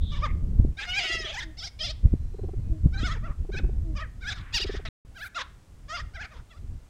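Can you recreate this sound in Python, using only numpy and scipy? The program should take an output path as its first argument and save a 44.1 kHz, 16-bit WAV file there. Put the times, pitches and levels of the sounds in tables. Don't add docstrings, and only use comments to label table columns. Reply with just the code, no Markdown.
import sys
import numpy as np
from scipy import signal
from scipy.fft import rfft, irfft, next_fast_len
from scipy.io import wavfile
from scipy.ndimage import uniform_filter1d, map_coordinates

SR = 44100
rng = np.random.default_rng(int(sys.argv[2]) if len(sys.argv) > 2 else 0)


def transcribe(signal):
    frames = np.atleast_2d(signal).T
    limited = np.clip(frames, -1, 1)
    pcm = np.round(limited * 32767).astype(np.int16)
    wavfile.write(sys.argv[1], SR, pcm)


N = 303849
TURN = 2 * np.pi


def undb(db):
    return 10 ** (np.asarray(db) / 20)


def unit(x):
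    return x / np.sqrt(np.mean(x ** 2) + 1e-18)


def times(start_s, end_s):
    return np.arange(int(start_s * SR), int(end_s * SR)) / SR


def add(out, start_s, x):
    i = max(int(start_s * SR), 0)
    out[i:i + len(x)] += x[:max(len(out) - i, 0)]


def shape(x, gain):
    size = next_fast_len(len(x) + 2048)
    hz = np.arange(size // 2 + 1) * SR / size + 1
    return irfft(rfft(x, size) * gain(hz), size)[:len(x)]


def colour(points):
    hz, db = np.transpose(points)
    return lambda f: undb(np.interp(np.log(f), np.log(hz), db))


def resonance(f, hz, width_hz):
    return 1 / (1 + ((f * f - hz * hz) / (f * width_hz * np.sqrt(2))) ** 2)


def noise(size, gain):
    return unit(shape(rng.standard_normal(size), gain))


def wobble(size, hz):
    return noise(size, lambda f: 1 / (1 + (f / hz) ** 4))


def park_hush(level_db=-60.5):
    # frequency_hz, relative_db
    hush_colour = [(120, -58), (400, -65), (4000, -80), (8000, -80.5), (14000, -92.5)]
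    return noise(N, colour(hush_colour)) * undb(level_db)


def wind(trim_db=-2, gust_db=3.3, flurry_db=-10, flurry_s=0.022):
    # time_s, level_db (before the trim and the gusts)
    wind_course = [(0, -27.5), (.66, -21.5), (.8, -39.5), (1.58, -38.5), (1.72, -48), (1.85, -35),
                   (2.9, -26.5), (3.4, -32), (3.75, -23.5), (4.149, -40), (4.879, -29.5), (5.3, -51),
                   (6.05, -40.5), (6.55, -48.5), (6.75, -32), (6.89, -53.5)]
    # frequency_hz, relative_db
    wind_colour = [(15, -2), (35, 6), (80, 1), (250, -22), (3000, -79.5)]
    # time_s, push_peak_db, push_length_s
    buffets = [(0.599, -8.5, 0.0026), (0.65, -12, 0.0015), (2.057, -5, 0.0041), (2.139, -9.5, 0.0017),
               (2.861, -4, 0.0026), (3.033, -15.5, 0.0016)]
    s, db = np.transpose(wind_course)
    level_db = np.interp(np.arange(N) / SR, s, db) + trim_db
    gusts_db = gust_db * wobble(N, hz=13.8)
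    out = noise(N, colour(wind_colour)) * undb(level_db + gusts_db)

    t = times(-.1, .1)
    for at, peak_db, length in buffets:
        u = t / length
        push = (1 - u ** 2) / (1 + u ** 2) ** 2
        flurry = undb(flurry_db) * noise(len(t), colour(wind_colour))
        envelope = np.exp(-(t / flurry_s) ** 2)
        add(out, at + t[0], undb(peak_db) * (push + flurry) * envelope)
    return out


def whine(first_hz=397, last_hz=426, level_db=-75):
    out, t = np.zeros(N), times(1.9, 2.92)
    phase = TURN * np.cumsum(np.linspace(first_hz, last_hz, len(t))) / SR
    tone = sum(np.sin(k * phase) / np.sqrt(k) * wobble(len(t), hz=3) for k in (5, 6, 10, 14))
    add(out, t.min(), unit(tone) * signal.windows.tukey(len(t)) * undb(level_db))
    return out


def hiss(start_s=5.1, end_s=5.29, level_db=-52):
    out, t = np.zeros(N), times(start_s, end_s)
    air = noise(len(t), lambda f: resonance(f, hz=11000, width_hz=10000))
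    swell = np.linspace(0, 1, len(t)) ** 2 * signal.windows.tukey(len(t), .2)
    add(out, start_s, air * swell * undb(level_db))
    return out


def far_screech(start_s, end_s, hz, width_hz, level_db):
    out, t = np.zeros(N), times(start_s, end_s)
    band = noise(len(t), lambda f: resonance(f, hz, width_hz) ** 2)
    add(out, start_s, band * signal.windows.tukey(len(t), .3) * undb(level_db))
    return out


def far_cockatoos():
    # start_s, end_s, centre_hz, width_hz (of the resonance before squaring), level_db
    far_calls = [(0, 0.21, 3560, 660, -50), (0.273, 0.321, 2060, 590, -48), (4.297, 4.865, 1570, 1380, -53)]
    return sum(far_screech(*row) for row in far_calls)


def coo_tone(hz, overtone_db):
    phase = TURN * np.cumsum(hz) / SR
    return unit(np.sin(phase) + undb(overtone_db) * np.sin(2 * phase))


def pigeons(throb_hz=20.38, pitch_hz=350, lift_hz=35, last_hz=308, pause_s=0.1, moan_s=0.152, moan_db=-6.0):
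    # start_s, end_s, level_db (before throb and swell)
    coos = [(1.043, 1.304, -42), (2.332, 2.565, -37), (3.437, 3.719, -37), (4.59, 4.811, -34.5)]
    out = np.zeros(N)
    for start, end, db in coos:
        t = times(start, end) - start
        throb = np.maximum(np.sin(TURN * throb_hz * t), 0)
        swell = undb(-7 * (2 * t / t[-1] - 1) ** 2) * signal.windows.tukey(len(t), .1)
        husk = noise(len(t), lambda f: resonance(f, hz=367, width_hz=122))
        tone = coo_tone(pitch_hz + lift_hz * throb, overtone_db=-18.0)
        add(out, start, (tone + husk) * throb ** 2 * swell * undb(db))

        size = len(times(0, moan_s))
        hz = last_hz + (pitch_hz - last_hz) * np.linspace(1, 0, size) ** 2
        moan = coo_tone(hz, overtone_db=-14.5) * signal.windows.hann(size)
        add(out, end + pause_s, moan * undb(db + moan_db))
    return out


def trees(x, t60_s=0.38, wet_db=-22, build_up_s=0.007):
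    t = times(0, 2)
    tail = noise(len(t), lambda f: resonance(f, hz=1530, width_hz=2850))
    tail = tail * undb(-60 * t / t60_s) * np.minimum(t / build_up_s, 1)
    return undb(wet_db) * signal.fftconvolve(x, tail / np.linalg.norm(tail))[:N]


def warble(start, beat, catch, first_hz, second_hz, dip, first_db, second_db, rough):
    attack_s, attack_pitch, attack_db = .019, .89, -14.5
    release_s, release_pitch, release_db = 0.016, 0.77, -19
    catch_dip, catch_pitch, catch_db = .8, .91, -3.5
    effort_db_per_octave = 20
    clean, broken = rough * .45, rough * 2.1

    low_hz = min(first_hz, second_hz) * (1 - dip)
    share = (first_hz - low_hz) / (first_hz + second_hz - 2 * low_hz)
    low_db = first_db + share * (second_db - first_db) + effort_db_per_octave * np.log2(1 - dip)
    second = start + beat
    points = [(start - attack_s, first_hz * attack_pitch, first_db + attack_db, clean),
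              (start, first_hz, first_db, clean),
              (start + share * beat, low_hz, low_db, rough),
              (second, second_hz, second_db, rough)]
    if catch > 0:
        sunk_db = second_db + effort_db_per_octave * np.log2(catch_dip)
        points += [(second + catch / 2, second_hz * catch_dip, sunk_db, broken),
                   (second + catch, second_hz * catch_pitch, second_db + catch_db, broken)]
    last, last_hz, last_db, _ = points[-1]
    return points + [(last + release_s, last_hz * release_pitch, last_db + release_db, broken)]


def squawk(throat_hz, beak_hz, beak_db, upper_db, rows):
    # frequency_hz, gain_db (before the beak's muffling)
    throat_floor = [(550, -11.5), (950, -19), (2200, -7), (2900, -18.5), (4300, -23), (6400, -20),
                    (10500, -51.5)]
    follow = 0.13
    rattle_cycles = 3
    rattle_depth = .6
    rasp_db = -6
    fade_s = .005

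    s, pitch, db, rough = np.transpose(rows)
    s = np.sort(s)
    t = times(s[0] - fade_s, s[-1] + fade_s)
    size = len(t)
    place = np.interp(t, s, np.arange(len(s)))
    hz = map_coordinates(pitch, [place], order=3, mode="nearest")
    chaos = np.clip(np.interp(t, s, rough) * undb(2 * wobble(size, hz=25)), 0, 1)

    def tract(f):
        upper = undb(upper_db) * resonance(f, hz=4926, width_hz=450)
        beak = resonance(f, beak_hz, width_hz=410) + upper
        throat = colour(throat_floor)(f) + resonance(f, throat_hz, width_hz=363)
        muffle = (1 + (f / throat_hz) ** 2) ** (min(beak_db, 0) / 45)
        return (throat + undb(beak_db) * beak) * muffle

    jitter = 0.023 * chaos * wobble(size, hz=355)
    phase = TURN * np.cumsum(hz * (1 + jitter)) / SR
    shift = (hz / hz.mean()) ** follow
    rattle = phase / rattle_cycles
    buzz = np.zeros(size)
    for k in range(1, 19):
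        split = rattle_depth * chaos * np.sqrt(k) * np.sin(rattle + TURN * rng.random())
        harmonic = np.cos(k * phase + split + TURN * rng.random())
        buzz += tract(k * hz / shift) * harmonic * undb(4.3 * wobble(size, hz=27))
    rasp = shape(rng.standard_normal(size) * (1 + np.cos(phase)), tract)
    voice = unit(buzz) + undb(rasp_db) * chaos * unit(rasp)
    voice = voice / np.sqrt(uniform_filter1d(voice ** 2, size=700) + 1e-12)
    edges = signal.windows.tukey(size, 2 * fade_s * SR / size)
    out = np.zeros(N)
    add(out, t[0], voice * edges * undb(np.interp(t, s, db)))
    return out


def cockatoos():
    # first_crest_s, time_to_second_crest_s, time_on_to_catch_s (0 for none), first_pitch_hz,
    # second_pitch_hz, dip_below_lower_crest (share), first_level_db, second_level_db, throat_resonance_hz,
    # beak_resonance_hz, beak_db, upper_resonance_db (against the beak), roughness (share, mid-squawk)
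    squawks = [ (0.127, 0.046, 0.045, 596, 595, 0.06, -43, -44.5, 1070, 3250, -3.5, -6, 0.4),
               (0.242, 0.025, 0.0028, 616.6, 507, 0, -24, -36, 1120, 3570, -21, 8.5, 0.1),
               (0.792, 0.049, 0.013, 824, 887, 0.05, -33.5, -34.5, 1990, 3590, -5.5, -7, 0.6),
               (1.258, 0.052, 0.019, 674, 679, 0.12, -32.5, -34, 3200, 3540, -19, -14, 0.4),
               (1.346, 0.046, 0.043, 869, 1030, .12, -36, -32, 1830, 3420, -6, -4, 0.29),
               (1.592, 0.06, 0.026, 762, 817, 0.16, -38.5, -34, 5300, 3640, 0.5, -1, 0.17),
               (1.812, 0.041, 0.057, 646, 705, 0.06, -30, -30.5, 3270, 4040, -6.5, 6, 0.15),
               (2.946, 0.054, 0, 785, 813, 0.03, -41, -40, 1430, 3900, -8.5, -13, 0.18),
               (3.002, 0.056, 0.068, 662, 739, 0.07, -43, -31, 1420, 3470, -2, -13, 0.2),
               (3.138, 0.037, 0, 668, 474, 0.1, -41.5, -44.5, 1500, 2050, -14, -10, 0.24),
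               (3.244, 0.022, 0.051, 638, 690, 0, -42.5, -42.5, 1230, 3320, -31, -20, 0.3),
               (3.539, 0.048, 0.0045, 811, 865, 0.08, -40, -34, 1580, 3570, -5.5, -14.5, 0.15),
               (3.972, 0.04, 0, 616, 643, 0.1, -39.5, -38, 1230, 3340, -9, -8, 0.21),
               (4.026, 0.038, 0, 635, 500, 0.05, -35, -53.5, 1830, 3330, -43, -11, 0.1),
               (4.229, 0.063, 0.036, 781.5, 860, 0.09, -43, -29.5, 1650, 3690, -1, -14, 0.28),
               (4.362, 0.024, 0.027, 739, 680, 0.03, -45.5, -48, 1400, 3740, -0.5, -14.5, 0.6),
               (4.672, 0.097, 0.0083, 658, 648, .12, -43.5, -41.5, 1900, 3450, -0.5, -5, 0.9),
               (5.168, 0.066, 0.033, 806, 868, 0.2, -45, -34.5, 1570, 3660, -5, -16, 0.1),
               (5.368, 0.051, 0.0012, 705, 578, 0.16, -29.5, -30, 1110, 3720, -2.5, -20, 0.4),
               (5.904, 0.056, 0.046, 628, 705.5, 0.02, -37, -32.5, 1300, 3260, -4, -6, 0.24),
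               (6.158, 0.061, 0.039, 803, 868, 0.19, -40.5, -36, 1610, 3560, -17.5, 0, 0.26),
               (6.321, 0.049, 0.032, 631, 531, 0.14, -50.5, -51, 1190, 3380, -10.5, -5, 0.56),
               (6.515, 0.064, 0, 681, 703, 0.16, -52, -58.5, 1100, 3600, -3, -18, 0.2), ]
    # (time_s, pitch_hz, level_db, roughness as a share)
    screeches = [ (2540, 2970, -6.5, -6.5, [(.855, 712.5, -50, .12), (.897, 720, -31.5, 0.22),
                 (.96, 766.6, -30, 0.28), (.986, 814.4, -23, 0.07), (1.012, 704, -33, 0.63),
                 (1.055, 756, -30, .25), (1.085, 701.5, -33.5, 0.28), (1.15, 692, -32.5, 0.2),
                 (1.18, 683, -39, 0.5)]), (2020, 3050, -2, -4.5, [(.99, 720, -33.5, .6),
                 (1.067, 640, -37, 0.3), (1.115, 655.4, -29.5, 0.22), (1.225, 632.6, -37, 0.23),
                 (1.28, 563, -43, 0.6)]), (2900, 3730, 0.5, -1, [(4.528, 816, -46, .1),
                 (4.546, 947, -25, 0.3), (4.58, 776, -25.5, 0.02), (4.595, 639, -35.5, 0.88),
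                 (4.615, 900, -28, 0.25), (4.631, 939, -29.5, 0.2), (4.644, 750, -37.5, 0.4)]),
                 (2020, 3800, -7.5, -22.5, [(4.855, 667.5, -35.5, .9), (4.885, 621, -44, 1.1)]), ]
    out = np.zeros(N)
    for *gesture, throat_hz, beak_hz, beak_db, upper_db, rough in squawks:
        out += squawk(throat_hz, beak_hz, beak_db, upper_db, warble(*gesture, rough))
    for row in screeches:
        out += squawk(*row)
    return out


def scene():
    background = park_hush() + wind() + whine() + hiss()
    birds = far_cockatoos() + cockatoos()
    return (background + pigeons() + trees(birds) + birds)[None]


def record(dry):
    # start_s, end_s
    silence = (4.888, 5.05)
    top_hz = 15700
    t = np.arange(N) / SR
    sounding = (t < silence[0]) | (t > silence[1])
    gate = uniform_filter1d(1. * sounding, size=64)
    low_pass = signal.ellip(8, .2, 70, top_hz, fs=SR, output="sos")
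    return signal.sosfilt(low_pass, dry * gate)


dry = scene()
out = record(dry)
transcribe(out)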